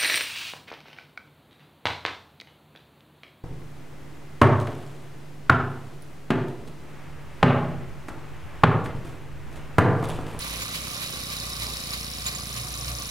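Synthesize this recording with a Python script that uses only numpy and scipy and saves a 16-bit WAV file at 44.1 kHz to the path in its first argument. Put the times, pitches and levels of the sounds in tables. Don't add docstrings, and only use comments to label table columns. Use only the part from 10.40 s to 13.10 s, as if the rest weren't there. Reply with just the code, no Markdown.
import sys
import numpy as np
from scipy import signal
from scipy.fft import rfft, irfft, next_fast_len
from scipy.io import wavfile
from scipy.ndimage import uniform_filter1d, map_coordinates

SR = 44100
rng = np.random.default_rng(int(sys.argv[2]) if len(sys.argv) > 2 else 0)


def unload_audio(sound):
    columns = np.transpose(np.atleast_2d(sound))
    steps = np.round(np.clip(columns, -1, 1) * 32767)
    wavfile.write(sys.argv[1], SR, steps.astype(np.int16))


def level_to_linear(level):
    exponent = np.asarray(level, float) / 20
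    return 10 ** exponent


N = 119070
TIME_S = np.arange(N) / SR

# time_s, speed_turns_per_s
SHAFT_SPEED = [(0.0, 33.511), (0.45, 31.501), (0.9, 30.538), (1.35, 29.412), (1.7, 28.527), (2.0, 27.835),
               (2.3, 28.378), (2.7, 28.577)]
START_TURNS = .778
# shaft_multiple, peak_db
THUMP_HARMONICS = [(2, -58), (3, -52.5), (4, -51), (5, -47.5), (6, -53.5), (7, -53.5), (8, -53), (9, -59.5),
                   (10, -63.5), (11, -59), (13, -89.5)]
THUMP_PHASE_TURNS, THUMP_WAVER_DB = .476, 1
# angle_turns, resonance_hz, width_hz, rattle_s, start_db, middle_db, end_db
TURN_CONTACTS = [(0.033, 5670, 1360, 0.0024, -33.5, -35, -28.5),
                 (.0, 8730, 1200, 0.0025, -39.5, -43.5, -46), (.01, 15000, 1500, .0015, -43, -42, -46),
                 (.18, 10400, 1660, 0.0045, -38, -39.5, -40), (.42, 5104, 550, 0.0025, -40.5, -32.5, -41),
                 (.41, 11600, 1000, .004, -39, -44, -47), (.38, 15600, 1200, 0.0024, -44, -45, -42),
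                 (.62, 10230, 800, 0.003, -43, -41, -38), (.77, 10000, 2000, 0.002, -38.5, -35, -38),
                 (.15, 1280, 1130, 0.0095, -36, -44, -42.5), (.41, 7100, 620, 0.0035, -47, -40, -42)]
CONTACT_SCATTER_DB, CONTACT_JITTER_S, STRIKE_GAIN = 1.2, .0002, 1.89
# time_s, level_db, low_mids_gain_db, upper_mids_gain_db
WHIRR_LEVELS = [(0, -36, 1.5, -1), (.5, -35.5, 0.5, -1), (1, -36, -1, 1), (1.5, -36, 0, 1),
                (1.9, -38, 1, 1), (2.3, -36, -2, -2), (2.7, -37, -1, -0.5)]
LOW_MIDS_HZ, UPPER_MIDS_HZ, TREBLE_HZ = 1400, 3550, 5600
PORT_SWELL_DB, PORT_PHASE_TURNS = 2, 0.38
# frequency_hz, relative_density_db
HISS_SPECTRUM = [(180, -19), (300, -6), (723, -5), (896, -9.5), (1150, -3.5), (1580, -8), (3790, -1.5),
                 (5290, -5), (8000, -8), (10400, -9), (12500, -17), (14100, -9), (15800, -37)]
# centre_hz, width_hz, boost_db
BODY_RESONANCES = [(528, 124, 6), (717, 10.5, 3), (1070, 120, 6), (1178, 65, 9), (2008, 36, 5),
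                   (2350, 600, 6.5), (2974, 110, 3.5), (3820, 196, 7), (4180, 340, 4.5), (4550, 150, 5),
                   (5400, 300, 4), (6970, 120, 6.5), (10400, 710, 3.5), (11360, 240, 11)]
GRAINS_PER_S, GRAIN_SPREAD_DB, WHIRR_GRIT_DB = 1500, 3, -2
# time_s, fundamental_hz, rms_db
MOTOR_HUM = [(0.0, 55, -48), (0.09, 54.4, -41), (0.15, 54, -47), (0.18, 52.4, -42), (0.31, 54.5, -50),
             (0.41, 60.7, -48), (0.57, 55.6, -54.5), (1.33, 57.76, -38.5), (1.42, 57.6, -48.5),
             (1.81, 58.6, -41), (2.04, 58.2, -46), (2.26, 59.9, -42), (2.53, 59.8, -37.5),
             (2.7, 59.8, -47.5)]
HUM_SECOND_DB, HUM_WAVER_DB = -10, 1.5
# frequency_hz, relative_density_db
RUMBLE_SPECTRUM = [(30, -32), (45, -15), (60, -3), (110, 0), (200, -6.5), (400, -17), (800, -33),
                   (1500, -25.5)]
RUMBLE_RMS_DB, RUMBLE_SIDE_GAIN = -45, 0.36
# time_s, level_db
FRAME_KNOCKS = [(0.0243, -32), (0.2066, -39), (1.2211, -32), (1.5349, -28.5), (1.8835, -26.5), (2.008, -34)]
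# frequency_hz, relative_level_db, t60_s
FRAME_MODES = [(1167, -10.5, 0.029), (1620, -19, 0.019), (4020, 5, 0.016), (4300, -3.5, .05),
               (4900, -4.5, 0.096), (5160, -14.5, 0.1)]
# peak_time_s, over_whirr_db
TIGHT_SPOTS = [(.07, -4), (.22, 1.5), (0.353, 4), (0.632, 3.5), (0.927, 1.5), (1.227, 3.5), (1.537, 2),
               (1.873, 7.5), (2.177, 1.5), (2.491, 2)]
SCRAPE_WIDTH_S = 0.022
# frequency_hz, relative_density_db
SCRAPE_SPECTRUM = [(410, -38), (700, -6), (851, -47), (921, -4.5), (1120, -7), (3220, -2), (3860, -3),
                   (10500, -9), (15800, -12)]
# time_s, level_db
METAL_CLINKS = [(.2195, -35), (1.8645, -27), (1.9505, -35)]
# frequency_hz, relative_level_db, t60_s
METAL_MODES = [(2417, -2, .06), (3962, -6, .03), (4689, -6, .085), (6998, 5, .11), (7192, 3, .08)]
CRACK_DB, CRACK_T60_S, MODE_SCATTER_DB = -8, .006, 1.5
# time_s, pitch_hz, rms_db
FAR_TONE = [(0, 728, -80), (1.2, 731, -77), (1.5, 731.3, -59), (2.7, 726, -59.5)]
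# frequency_hz, shared_power_fraction
LIKENESS = [(300, 0.93), (700, 0.92), (2000, 0.62), (5000, 0.4), (15000, 0.19)]
# frequency_hz, left_over_right_db
START_BALANCE = [(60, -0.5), (100, -1.5), (180, -10), (310, -4.0), (550, -0.5), (950, -1), (1650, -1.5),
                 (2860, -6), (4970, -2.0), (8640, -2.5), (15000, -2)]
# frequency_hz, left_over_right_db
END_BALANCE = [(60, -2), (100, -1.0), (180, -17), (310, -12), (550, 1.5), (950, -2.0), (1650, -2),
               (2860, -3), (4970, 3), (8640, -7), (15000, -2)]
LEFT_LAG_S = .00019
THUMP_LEFT_DB = -2.8
OFFSET, TOP_HZ = -.0013, 15850


def unit(x):
    return x / np.sqrt(np.mean(x ** 2) + 1e-20)


def along(points, hz):
    f, v = np.transpose(points)
    return np.interp(np.log(hz + 1), np.log(f + 1), v)


def curves(rows):
    s, *columns = np.transpose(rows)
    return [np.interp(TIME_S, s, column) for column in columns]


def wobble(knots_per_s):
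    knots = rng.standard_normal(int(N * knots_per_s / SR) + 4)
    return map_coordinates(knots, [TIME_S * knots_per_s])


def filtered(x, response):
    m = next_fast_len(N + 8192)
    return irfft(rfft(x, m) * response(np.fft.rfftfreq(m, 1 / SR)), m)[..., :N]


def turns():
    return START_TURNS + np.cumsum(curves(SHAFT_SPEED)[0]) / SR


def thump():
    angle = 2 * np.pi * (turns() - THUMP_PHASE_TURNS)
    return sum(level_to_linear(db + THUMP_WAVER_DB * wobble(8.27)) * np.sin(k * angle) for k, db in THUMP_HARMONICS)


def contacts():
    out, angle = np.zeros(N), turns()
    for at, hz, width_hz, rattle_s, *db in TURN_CONTACTS:
        due_turns = np.arange(np.ceil(angle[0] - at), angle[-1] - at) + at
        hit_s = np.interp(due_turns, angle, TIME_S)
        hit_s = hit_s + rng.normal(0, CONTACT_JITTER_S, len(due_turns))
        gains = level_to_linear(rng.normal(0, CONTACT_SCATTER_DB, len(due_turns)))
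        kicks = np.bincount(np.clip(hit_s * SR, 0, N - 1).astype(int), gains, N)
        window = np.hanning(max(int(rattle_s * SR), 8)) ** .5
        rattle = np.convolve(kicks, window)[:N] * rng.standard_normal(N)
        strike = STRIKE_GAIN * np.sqrt(SR / width_hz) * kicks

        def resonance(f):
            return (1j * f * width_hz / (hz * hz - f * f + 1j * f * width_hz)) ** 2

        burst = filtered(strike + rattle, resonance) * np.sqrt(SR / 4 / width_hz)
        out += level_to_linear(np.interp(TIME_S / TIME_S[-1], [0, .5, 1], db)) * burst
    return out


def grit():
    sizes = level_to_linear(GRAIN_SPREAD_DB * rng.standard_normal(N)) * rng.choice([-1, 1], N)
    return unit(sizes * (rng.random(N) < GRAINS_PER_S / SR))


def through_body(x, spectrum):
    def colour(f):
        boost_db = sum(db / (1 + (2 * (f - c) / w) ** 2) for c, w, db in BODY_RESONANCES)
        return level_to_linear(along(spectrum, f) + boost_db)

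    return unit(filtered(x, colour))


def whirr():
    z = signal.stft(rng.standard_normal(N) + level_to_linear(WHIRR_GRIT_DB) * grit(), nperseg=256)[2]
    field = uniform_filter1d(rng.standard_normal(z.shape), size=5, axis=0)
    field = uniform_filter1d(field, size=8, axis=1)
    flicker = signal.istft(z * level_to_linear(1.77 * unit(field)), nperseg=256)[1][:N]
    coloured = through_body(flicker, HISS_SPECTRUM)
    level_db, low_db, upper_db = curves(WHIRR_LEVELS)
    edges = np.array([0, LOW_MIDS_HZ, UPPER_MIDS_HZ, TREBLE_HZ, SR])[:, None]
    bands = filtered(coloured, lambda f: (f >= edges[:-1]) & (f < edges[1:]))
    port_db = PORT_SWELL_DB * np.cos(2 * np.pi * (turns() - PORT_PHASE_TURNS))
    mixed = (bands * level_to_linear([0 * TIME_S, low_db, upper_db, port_db])).sum(axis=0)
    return level_to_linear(level_db + 0.83 * wobble(12.25)) * mixed


def motor_hum():
    hz, db = curves(MOTOR_HUM)
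    angle = 2 * np.pi * np.cumsum(hz) / SR
    level = np.sqrt(2) * level_to_linear(db + HUM_WAVER_DB * wobble(14))
    second = level_to_linear(HUM_SECOND_DB + 4.9 * wobble(8.61)) * np.sin(2 * angle)
    return level * (np.sin(angle) + second)


def traffic_rumble():
    mid, side = filtered(rng.standard_normal((2, N)), lambda f: level_to_linear(along(RUMBLE_SPECTRUM, f)))
    pair = np.array([mid + RUMBLE_SIDE_GAIN * side, mid - RUMBLE_SIDE_GAIN * side])
    return level_to_linear(RUMBLE_RMS_DB) * unit(pair)


def ring(hit_s, db, modes):
    t = np.maximum(TIME_S - hit_s, 0)
    noise = np.diff(rng.standard_normal(N + 1))
    out = level_to_linear(db + CRACK_DB - 60 * t / CRACK_T60_S) * (t > 0) * noise
    for hz, level_db, t60_s in modes:
        mode_db = db + level_db + rng.normal(0, MODE_SCATTER_DB)
        out += level_to_linear(mode_db - 60 * t / t60_s) * np.sin(2 * np.pi * hz * t)
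    return out


def knocks():
    return sum(ring(s, db, FRAME_MODES) for s, db in FRAME_KNOCKS)


def scrape():
    swell = sum(level_to_linear(db) * np.exp(-((TIME_S - s) / SCRAPE_WIDTH_S) ** 2) for s, db in TIGHT_SPOTS)
    rasp = through_body(rng.standard_normal(N) + 0.93 * grit(), SCRAPE_SPECTRUM)
    return level_to_linear(curves(WHIRR_LEVELS)[0]) * swell * rasp


def clinks():
    return sum(ring(s, db, METAL_MODES) for s, db in METAL_CLINKS)


def whine():
    hz, db = curves(FAR_TONE)
    angle = 2 * np.pi * np.cumsum(hz + 4 * wobble(15)) / SR
    return np.sqrt(2) * level_to_linear(db + 1.8 * wobble(9.87)) * np.sin(angle)


def placed(hits, draws):
    def share(f):
        return np.clip(along(LIKENESS, f), 0, 1)

    shared = filtered(draws[0], lambda f: np.sqrt(share(f)))
    pair = hits + shared + filtered(draws[1:], lambda f: np.sqrt(1 - share(f)))
    side = np.array([[.5], [-.5]])

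    def view(balance):
        return filtered(pair, lambda f: level_to_linear(side * along(balance, f))
                        * np.exp(-2j * np.pi * f * side * LEFT_LAG_S))

    progress = TIME_S / TIME_S[-1]
    return view(START_BALANCE) * (1 - progress) + view(END_BALANCE) * progress


def scene():
    draws = np.array([whirr() + scrape() + contacts() for _ in range(3)])
    roller = placed(knocks() + clinks(), draws)
    low = thump() * level_to_linear([[THUMP_LEFT_DB], [-THUMP_LEFT_DB]])
    return roller + low + motor_hum() + traffic_rumble() + whine()


def top_cut(x):
    return signal.sosfilt(signal.butter(12, 15950, fs=SR, output="sos"), x)


def record(dry):
    mix = filtered(dry, lambda f: f < TOP_HZ) + OFFSET
    return top_cut(mix)


dry = scene()
out = record(dry)
unload_audio(out)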